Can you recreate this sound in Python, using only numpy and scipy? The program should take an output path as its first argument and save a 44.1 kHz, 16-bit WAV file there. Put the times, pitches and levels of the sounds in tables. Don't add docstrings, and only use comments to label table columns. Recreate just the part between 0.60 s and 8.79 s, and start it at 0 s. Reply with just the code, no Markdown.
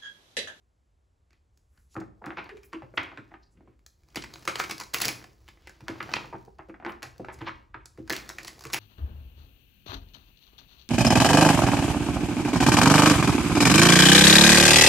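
import sys
import numpy as np
from scipy import signal
from scipy.fft import rfft, irfft, next_fast_len
from scipy.io import wavfile
from scipy.ndimage import uniform_filter1d

SR = 44100
rng = np.random.default_rng(int(sys.argv[2]) if len(sys.argv) > 2 else 0)


def wav_record(signal):
    frames = np.transpose(np.atleast_2d(signal))
    bounded = np.clip(frames, -1, 1)
    quanta = np.round(bounded * 32767).astype(np.int16)
    wavfile.write(sys.argv[1], SR, quanta)


def invert_db(level):
    return 10 ** (np.asarray(level, dtype=float) / 20)


N = 361179
T = np.arange(N) / SR
PAD = next_fast_len(N + SR // 4)
FREQ = np.maximum(np.fft.rfftfreq(PAD, 1 / SR), 1)


def unit(x):
    return x / np.sqrt(np.mean(x ** 2))


def respond(x, gain):
    return irfft(rfft(x, PAD) * gain, PAD)[..., :N]


def shape(x, table):
    hz, db = np.transpose(table)
    return respond(x, invert_db(np.interp(np.log(FREQ), np.log(hz), db)))


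def dull(x, hz):
    return signal.lfilter(*signal.butter(2, min(hz, .45 * SR), fs=SR), x)


def steep(x, hz):
    return dull(dull(x, hz), 2.5 * hz)


def ring(x, hz, width):
    q = max(hz / width, .3)
    return signal.lfilter(*signal.iirpeak(min(hz, .45 * SR), q, fs=SR), x)


def body(x, modes):
    return sum((-1) ** k * invert_db(db) * ring(x, hz, width) for k, (hz, width, db) in enumerate(modes))


def grit(size, rough_db, grain=40):
    sizes = invert_db(rough_db * np.minimum(rng.exponential(size=size // grain + 1), 5))
    envelope = uniform_filter1d(np.repeat(sizes, grain)[:size], size=grain // 2)
    return unit(rng.standard_normal(size) * envelope)


def fade(t60, rise_s, size):
    t = np.arange(size) / SR
    return (1 - np.exp(-t / rise_s)) * invert_db(-60 * t / max(t60, .004))


def add(track, s, burst, db):
    i = int(s * SR)
    burst = burst[:N - i]
    track[i:i + len(burst)] += burst * invert_db(db) / np.abs(burst).max()


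# (f/Hz, width/Hz, level/dB)
DESK = [(117.7, 23, 12), (206, 47, -3), (307, 82, -1), (411.6, 83, -2.5)]
# (f/Hz, level/dB per Hz)
EDGE = [(1700, -11), (3000, -15), (4500, 1), (7800, -6), (11000, -9), (15800, -6)]
# (f/Hz, level/dB)
DECK_TOP = [(300, 3.5), (600, -0.5), (3500, 0), (6000, -0.5), (16000, -54.5)]
# (t/s, peak level/dB, deck ring f/Hz, edge brightness/dB)
PARTING = [(0.706, -55.5, 2130, -5), (0.73, -56.5, 1980, -1), (0.974, -64.5, 2550, 15),
           (1.175, -56, 1570, -2), (1.343, -55, 2720, 11), (1.354, -33, 1310, -52), (1.364, -31, 844, -51),
           (1.401, -44, 770, -0.5), (1.414, -33, 810, -46.5), (1.619, -42, 700, -58.5),
           (1.641, -30.5, 800, -37.5), (1.659, -54, 2520, 14), (1.665, -25, 800, -34.5),
           (1.705, -32, 750, -28.5), (1.772, -26.5, 1000, -26.5), (1.783, -24.5, 2280, -28.5),
           (1.791, -34.5, 1800, -34.5), (1.842, -65.5, 2500, 18), (1.858, -36, 930, -24),
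           (1.892, -34, 1690, -14), (1.97, -46, 2260, -3.5), (2.032, -49, 2400, 4)]
GRIPPING = [(2.13, -28, 1100, -14.5), (2.134, -25, 1030, -18.5), (2.221, -31.5, 876, -31.5),
            (2.339, -39, 600, -53), (2.375, -19, 2180, -24.5), (2.38, -16, 2170, -27),
            (2.431, -48, 2170, 9), (2.517, -34, 764, -31.5), (2.574, -29, 1390, -17.5),
            (2.718, -40.5, 740, -39), (2.74, -33.5, 810, -31.5), (3.007, -48, 780, -53),
            (3.075, -47.5, 752, -41.5), (3.192, -59.5, 2130, -3), (3.263, -55, 1460, 17),
            (3.434, -60.5, 2220, 5), (3.486, -56.5, 785, 3)]
RIFFLE = [(3.546, -40, 2030, -1.5), (3.558, -20.5, 2100, 0), (3.57, -24.5, 3000, -8),
          (3.638, -31, 1950, -1.5), (3.737, -41.5, 1020, 5.5), (3.757, -37.5, 750, -1.5),
          (3.829, -44, 1020, -0.5), (3.852, -35.5, 960, 4), (3.876, -13.5, 1220, -5.5),
          (3.878, -13.5, 2300, -6.5), (3.957, -24, 1290, -2), (3.986, -34, 1080, 5.5),
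          (3.998, -19, 1250, 3), (4.038, -24.5, 2320, -3.5), (4.096, -25, 1120, -2), (4.11, -23.5, 2250, 1),
          (4.18, -40.5, 2170, 13), (4.199, -30, 1070, 6), (4.21, -25, 960, 0.5), (4.236, -51, 960, 22)]
FALLING = [(4.334, -39.5, 1530, 9), (4.338, -29.5, 1960, 14.5), (4.344, -13.5, 2260, 0),
           (4.384, -38, 2220, 13.5), (4.402, -25.5, 1940, 7), (4.413, -25, 2530, -3.5),
           (4.417, -19, 2700, 6.5), (4.428, -25, 2770, -11.5), (4.448, -22.5, 2050, 8.5),
           (4.454, -20.5, 2900, 5), (4.482, -19, 2300, 3.5), (4.488, -21, 2630, 2.5),
           (4.641, -37.5, 770, -4)]
SQUARING = [(4.879, -49.5, 2410, 1), (4.886, -37.5, 2220, -2.5), (4.973, -49.5, 2110, -19),
            (5.072, -35.5, 1940, -4), (5.094, -38, 1530, -1.5), (5.206, -41, 870, -4.5),
            (5.282, -21, 970, -7), (5.289, -28.5, 915, -21.5), (5.357, -37, 1060, -40),
            (5.404, -24, 1320, -31.5), (5.415, -55, 1600, 1.5), (5.428, -29.5, 2420, -2.5),
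            (5.491, -26, 790, -33.5), (5.509, -34, 830, -12.5), (5.539, -12, 2440, -15),
            (5.541, -26, 990, -12.5), (5.557, -32, 2280, -5.5), (5.566, -19, 950, -25),
            (5.727, -31, 910, -44.5), (5.739, -30.5, 825, -65), (5.752, -33, 2250, -44),
            (5.85, -63.5, 614, 14), (5.878, -41, 804, -77)]
CUTTING = [(5.985, -43.5, 753, -10.5), (5.992, -30.5, 810, -41.5), (6.096, -40, 2230, -42),
           (6.142, -34, 810, -29), (6.2, -36.5, 790, -35), (6.225, -33.5, 800, -40),
           (6.249, -21, 1447, -23.5), (6.264, -21, 844, -27), (6.277, -29, 1020, -50),
           (6.295, -31, 985, -42), (6.32, -56.5, 2000, 13), (6.422, -33, 2450, -9), (6.429, -26.5, 780, -1),
           (6.58, -60.5, 1020, 17.5), (6.597, -32, 747, -86), (6.647, -41.5, 820, -7),
           (6.685, -27.5, 887, -28), (6.742, -48.5, 2010, 6.5), (6.788, -47, 2040, -1),
           (6.816, -29.5, 863, -18), (6.867, -29, 1090, -36), (6.873, -26.5, 1055, -32),
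           (6.884, -34.5, 1110, -18), (6.893, -34, 1110, -17), (7.144, -28.5, 936, -32),
           (7.256, -45, 1640, 8.5)]
SECOND_RIFFLE = [(7.375, -45, 1020, -6.5), (7.476, -41.5, 1590, -1.5), (7.497, -22, 1550, 3.5),
                 (7.503, -15.5, 1760, -4), (7.525, -29, 2040, 11.5), (7.533, -17.5, 2030, -10),
                 (7.564, -26.5, 2220, 7), (7.691, -32, 1760, 9.5), (7.7, -30.5, 1040, -5),
                 (7.784, -28.5, 1850, -1.5), (7.831, -42, 580, 9), (7.847, -35.5, 990, 8.5),
                 (7.88, -31.5, 1930, 4), (7.992, -54, 694, 20), (8.008, -41, 1110, 6), (8.021, -47, 950, 9),
                 (8.038, -42, 1140, 9), (8.052, -24.5, 1100, -4), (8.101, -33, 1150, -4),
                 (8.1315, -32, 2400, 17), (8.144, -15, 2260, -2), (8.136, -15, 2300, -1)]
# (contacts, flutter t60/s, flutter level/dB under the crack)
ACTIONS = [
    (PARTING, 0.098, -7.5),
    (GRIPPING, 0.08, -11.5),
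    (RIFFLE, 0.03, 1.3),
    (FALLING, 0.039, -6.5),
    (SQUARING, 0.069, -12),
    (CUTTING, 0.094, -9.5),
    (SECOND_RIFFLE, 0.1, -13),
]


def snaps():
    deck, edge, desk, size = np.zeros(N), np.zeros(N), np.zeros(N), SR // 4
    usual_db = -32.5
    contacts = [(*row, *grip) for rows, *grip in ACTIONS for row in rows]
    for s, db, hz, bright_db, t60, loose_db in contacts:
        over_db = db - usual_db
        crack_t60, rise_s = 0.0093 * invert_db(0.1446 * bright_db), 0.00055 * invert_db(0.4 * bright_db)
        crack = rng.standard_normal((2, size)) * fade(crack_t60, rise_s, size)

        flutter_db = loose_db - 0.75 * over_db
        flutter_t60 = min(t60 * invert_db(0.74 * over_db), .6)
        flutter = invert_db(flutter_db) * grit(size, rough_db=2.2) * fade(flutter_t60, 0.0013, size)
        push = crack[0] + flutter
        hardness = invert_db(0.29 * bright_db)

        pitch = ring(crack[0] + invert_db(-4.5) * flutter, hz, 0.13 * hz)
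        deck_body = invert_db(-8.5) * ring(push, 1237, 1900) - invert_db(-18.0) * ring(push, 2800, 1300)
        add(deck, s, steep(pitch + deck_body, 5500 * hardness), db - .8)
        rasp = crack[1] + invert_db(-1.5) * dull(flutter, 9000)
        add(edge, s, dull(rasp, 16000 * hardness), db + bright_db + 4.0)

        desk_db = usual_db + 0.65 * over_db - 20 - 0.17 * bright_db
        add(desk, s, dull(body(push, DESK[1:]), 500), desk_db)
    return shape(deck, DECK_TOP) + shape(edge, EDGE) + desk


# (t/s, peak level/dB, f/Hz)
TICKS = [(1.3662, -26, 1300), (1.4173, -36, 1200), (1.6422, -32.5, 1170), (1.6942, -35, 1300),
         (1.7057, -25.5, 1560), (3.2635, -35.5, 6700), (3.6395, -35, 1980), (3.705, -42, 1600),
         (3.7397, -32, 4200), (3.7582, -34, 2700), (3.8768, -19.5, 2000), (3.9574, -19.5, 3050),
         (3.9898, -29.5, 1400), (3.9947, -19, 6600), (4.0015, -15, 1205), (4.0105, -24.5, 1700),
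         (4.1964, -38, 1970), (4.2155, -36, 1600), (4.235, -32.5, 5060), (4.4153, -16.5, 4030),
         (4.4259, -26, 4100), (4.4326, -17, 4000), (4.4545, -9.5, 5140), (4.4825, -10, 5300),
         (4.6164, -41, 1670), (4.88, -38.5, 2100), (5.2833, -23.5, 2500), (5.4069, -20, 1505),
         (5.4142, -30.5, 1810), (5.5389, -12.5, 2450), (5.5975, -38.5, 2014), (6.295, -33, 1800),
         (6.686, -51.5, 1290), (6.8749, -23.5, 1210), (6.8849, -30, 1300), (6.8939, -22.5, 1390),
         (7.145, -26, 1400), (7.258, -36.5, 6250), (7.556, -28, 2400), (7.5659, -22, 4000),
         (7.701, -32, 1580), (7.7863, -24, 2130), (7.8493, -36, 3640), (8.008, -39, 6000),
         (8.039, -37, 5900), (8.0531, -29.5, 1400)]


def ticks():
    out, push = np.zeros(N), np.eye(1, SR // 50)[0]
    signs = rng.choice([-1, 1], size=len(TICKS))
    for (s, db, hz), sign in zip(TICKS, signs):
        width = 0.73 * hz
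        click = dull(ring(ring(push, hz, width), hz, width), 2.2 * hz)
        add(out, s - .5 / hz, sign * click, db)
    return out


# (t/s, peak level/dB, ring f/Hz, desk boom level/dB)
THUMPS = [(1.362, -29.5, 322, -5.5), (1.398, -36, 186, -13.5), (1.615, -60, 363, -30),
          (1.663, -33.5, 344, -8.5), (1.924, -43, 391, -24.5), (2.133, -34.5, 335, -33),
          (2.22, -42, 566, -1.5), (2.377, -35, 287, -6.5), (2.579, -39, 315, -6.5), (7.148, -58, 298, 9.5),
          (3.076, -52.5, 378, -5), (3.559, -30.5, 289, -13), (3.873, -35.5, 573, -18.5),
          (3.995, -45, 495, -4), (4.109, -38, 300, -14.5), (4.342, -35, 443, -23.5),
          (4.456, -33.5, 297, -7.5), (4.49, -41.5, 302, -5), (5.213, -47, 320, 4), (5.286, -30, 338, -10.5),
          (5.543, -41, 307, -1.5), (5.732, -38, 338, -3), (6.084, -37, 344, -16), (6.252, -31.5, 326, -35),
          (6.594, -34, 268, -9), (6.808, -32, 337, -4.5), (7.382, -32.5, 339, -6.5), (7.502, -30, 346, -13),
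          (8.05, -38, 457, -5), (8.135, -40, 353, -4.5)]


def thumps():
    desk, size = np.zeros(N), SR // 3
    for s, db, hz, boom_db in THUMPS:
        t60 = 0.092 * (320 / hz) ** 0.24
        push = rng.standard_normal((2, size)) * fade(min(t60, .7), 0.0045, size)
        knock = ring(ring(push[0], hz, 0.14 * hz), hz, 0.23 * hz)
        add(desk, s, knock + invert_db(-8.0) * body(push[0], DESK[1:]), db - 0.5)
        boom = ring(body(push[1], DESK[:1]), 110, 65)
        add(desk, s, boom, db + boom_db - 0.5)
    return desk


# (t/s, pressure as rustle level/dB, share on the edges/dB)
SLIDE = [(1.55, -94, 6), (1.8, -66, -12.5), (2.099, -79.5, 0), (2.6, -72, -12.5), (3.2, -105, 13),
         (3.521, -70, -2.5), (4.02, -55.5, 1.5), (4.31, -71.5, -2.5), (4.45, -41.5, -17), (4.75, -76, 2.5),
         (5.17, -70, -6), (5.55, -47, -13.5), (5.93, -84, 2), (6.3, -79, -11), (6.85, -60, -12),
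         (7.15, -91, -3), (7.66, -60, -4), (8.19, -66.5, -3)]


def slide():
    s, *columns = np.transpose(SLIDE)
    deck_db, edge_db = (np.interp(T, s, c, left=-125) for c in columns)
    pressure = unit(uniform_filter1d(rng.standard_normal(N), size=900))
    slips = grit(N, rough_db=3.0, grain=90) * invert_db(1.0 * pressure)
    deck = unit(shape(ring(slips, 400, 880), DECK_TOP))
    edge = unit(shape(slips, EDGE))
    desk = unit(ring(body(rng.standard_normal(N), DESK), 230, 240))
    return invert_db(deck_db + 1.5) * deck + invert_db(deck_db + edge_db) * edge + invert_db(0.82 * deck_db - 11.5) * desk


# (centre t/s, spread/s, f/Hz, width/Hz, level/dB)
BRUSHES = [(0.744, .025, 3170, 3500, -79), (1.0, 0.045, 7000, 9000, -83), (1.2, 0.068, 9000, 9000, -75),
           (1.331, 0.018, 6300, 9000, -66), (2.055, 0.0096, 13000, 8000, -60.5),
           (2.369, 0.015, 8600, 9000, -62), (2.864, 0.019, 4700, 800, -77),
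           (2.93, 0.013, 8200, 4070, -76.5), (4.895, 0.016, 2790, 5850, -62),
           (5.087, 0.054, 2450, 5000, -64.5), (6.737, 0.0065, 8640, 6640, -57.5)]
# (centre t/s,
# spread/s, f/Hz, width/Hz, level/dB)
SCUFFS = [(1.79, 0.0099, 2200, 2340, -45.5), (1.948, 0.021, 410, 60.3, -49),
          (2.04, 0.0072, 2260, 1200, -62), (2.379, 0.0027, 2020, 2330, -25),
          (2.715, 0.0041, 1200, 1990, -59), (2.738, 0.004, 1310, 2460, -68), (2.835, .006, 4860, 1465, -68),
          (2.975, 0.0026, 2190, 2050, -71), (3.0, 0.034, 1200, 2500, -75.5), (3.05, 0.058, 329, 298, -64),
          (3.1, 0.039, 1500, 2480, -77), (3.624, 0.0026, 3000, 6000, -41.5),
          (3.741, 0.0042, 4030, 1000, -51), (3.795, 0.0018, 9000, 9000, -59),
          (3.995, 0.0015, 6000, 9000, -40), (4.001, 0.0036, 1500, 2510, -32.5),
          (4.045, 0.0025, 2200, 1500, -40.5), (4.097, 0.0023, 5000, 8000, -50),
          (4.112, 0.0031, 2570, 4060, -40), (4.125, 0.0023, 3000, 4000, -47),
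          (4.343, .004, 3000, 8100, -37), (4.344, 0.0014, 12400, 8000, -25),
          (4.418, 0.0022, 12300, 8000, -27), (4.454, 0.00066, 13000, 8000, -27.5),
          (4.482, 0.00073, 13000, 7950, -35.5), (5.363, .006, 1500, 1500, -54),
          (5.417, 0.0029, 1800, 1970, -47.5), (5.565, 0.0069, 2900, 2980, -34.5),
          (5.647, 0.0032, 1100, 996, -46), (6.297, 0.0026, 1500, 1984, -39.5),
          (6.6, 0.0022, 704, 1180, -54), (6.815, 0.0044, 1490, 2500, -45), (6.88, 0.011, 2004, 2850, -38),
          (7.688, 0.0035, 3980, 8000, -54), (7.878, 0.0045, 5000, 8000, -41), (8.07, .003, 5000, 8000, -48),
          (8.129, 0.005, 6000, 9000, -44), (8.14, 0.0039, 2250, 2520, -32.5),
          (8.145, 0.0027, 12000, 8000, -31.5),
          (1.367, 0.0022, 1290, 1480, -49), (1.621, 0.0022, 760, 700, -47), (1.859, 0.0034, 4300, 500, -65),
         (2.127, 0.0043, 2000, 2500, -62), (2.149, 0.0055, 2710, 500, -50), (2.44, .045, 2220, 198, -63),
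         (4.443, 0.0036, 2220, 1190, -34), (4.491, 0.0044, 2260, 800, -38.5),
         (5.274, 0.0043, 1210, 1500, -60), (5.497, .006, 1490, 2500, -57), (5.512, .003, 2000, 2940, -53),
         (5.736, 0.0064, 923, 300, -46), (6.48, 0.0037, 600, 790, -61), (6.648, 0.0012, 980, 1500, -40),
         (7.147, 0.0036, 1480, 2000, -48), (0.73, 0.016, 2000, 1500, -74.5), (1.18, 0.033, 1500, 1500, -79),
         (1.773, 0.002, 1500, 2500, -41), (2.16, 0.016, 332, 199, -48.5),
         (2.376, 0.0012, 2120, 2490, -31.5), (2.6, .015, 334, 250, -58), (2.99, 0.021, 185.5, 120, -62.5),
         (3.957, 0.00066, 3020, 6000, -28), (4.482, 0.00049, 5040, 8000, -32),
         (5.3, 0.0092, 350, 250, -43.5), (5.408, 0.0027, 1800, 2500, -45),
         (5.538, 0.00084, 3000, 4870, -25.5), (6.3, 0.011, 12000, 8000, -64), (6.465, 0.021, 115, 50, -57),
         (7.201, 0.024, 2300, 1195, -68.5), (7.258, 0.00063, 7060, 4000, -45),
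         (3.504, 0.0018, 4000, 6000, -66)]


def swishes():
    out, size = np.zeros(N), SR // 2
    for s, spread, hz, width, db in BRUSHES + SCUFFS:
        hiss = ring(ring(grit(size, rough_db=1.5), hz, width), hz, width)
        hiss = dull(dull(hiss, hz + width), hz + width)
        from_centre = np.arange(size) / SR - .25
        swell = np.exp(-.5 * (from_centre / max(spread, .0007)) ** 2)
        add(out, s - .25, hiss * swell, db + 10)
    return out


# (f/Hz, t60/s)
ROOM_T60 = [(100, 0.74), (400, 0.47), (1200, 0.16), (3000, 0.34), (7000, 0.23), (14000, 0.33)]


def room():
    tail = sum(ring(rng.standard_normal((2, SR)), hz, 1.16 * hz) * fade(t60, 0.00025, SR)
               for hz, t60 in ROOM_T60)
    tail = tail / np.sqrt(np.sum(tail ** 2, axis=1, keepdims=True))
    return np.pad(tail, ((0, 0), (150, 0)))


# (t/s, level/dB)
RUMBLE = [
    (0.0, -70.5),
    (1.71, -61),
    (3.47, -64),
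    (3.53, -60.5),
    (6.41, -58.5),
    (6.61, -54.5),
    (8.19, -60.5),
]
# (f/Hz, level/dB per Hz)
AIR = [(53, -25.5), (90, 4.5), (139, -12), (396, -13), (1340, -25), (5920, -32.5), (8210, -30),
       (16500, -52)]


def hush():
    noise = rng.standard_normal((5, N))
    nearly_mono = noise[0] + 0.11 * noise[1:3]
    rumble = unit(ring(ring(nearly_mono, 60, 46), 58, 33)) * invert_db(np.interp(T, *np.transpose(RUMBLE)))
    return rumble + invert_db(-73.5) * unit(shape(noise[3:], AIR))


def scene():
    cards = snaps() + ticks() + thumps() + slide() + swishes()
    echo = signal.fftconvolve(cards[None], room(), axes=1)[:, :N]
    return cards + invert_db(-4.5) * echo + hush()


def top_cut(x):
    return signal.sosfilt(signal.butter(12, 16990, fs=SR, output="sos"), x)


# (f/Hz, side level/dB)
WIDTH = [(45, -8.5), (400, -5.5), (1300, 4), (2400, -13), (4400, -22.5), (7000, -24.5), (9000, -16),
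         (16000, -3)]
# (f/Hz, lead/half turns, negative where left lags)
LEFT_LEAD = [(7600, 0), (8750, -.98), (9250, -1.02), (10200, -2), (12000, -2.1), (12850, -2.98),
             (13750, -3.02), (14500, -4)]


def record(dry):
    mid, side = (dry[0] + dry[1]) / 2, (dry[0] - dry[1]) / 2

    open_above_hz = 1300
    loudness = uniform_filter1d(np.abs(mid - dull(mid, open_above_hz)), size=500)
    opening = np.minimum(loudness / invert_db(-32), 1) ** 2
    wide = invert_db(-2.5) * opening * (side - dull(side, open_above_hz))

    turn = np.exp(.5j * np.pi * np.interp(FREQ, *np.transpose(LEFT_LEAD)))
    side = shape(side, WIDTH) + invert_db(-10.5) * wide + respond(mid, 1j * turn.imag)
    mid = respond(mid, turn.real) + respond(wide, 1j * turn.imag)
    top = signal.ellip(8, .2, 60, 15680, fs=SR, output="sos")
    ports = signal.sosfilt(top, [mid + side, mid - side])
    return top_cut(ports)


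dry = scene()
out = record(dry)
wav_record(out)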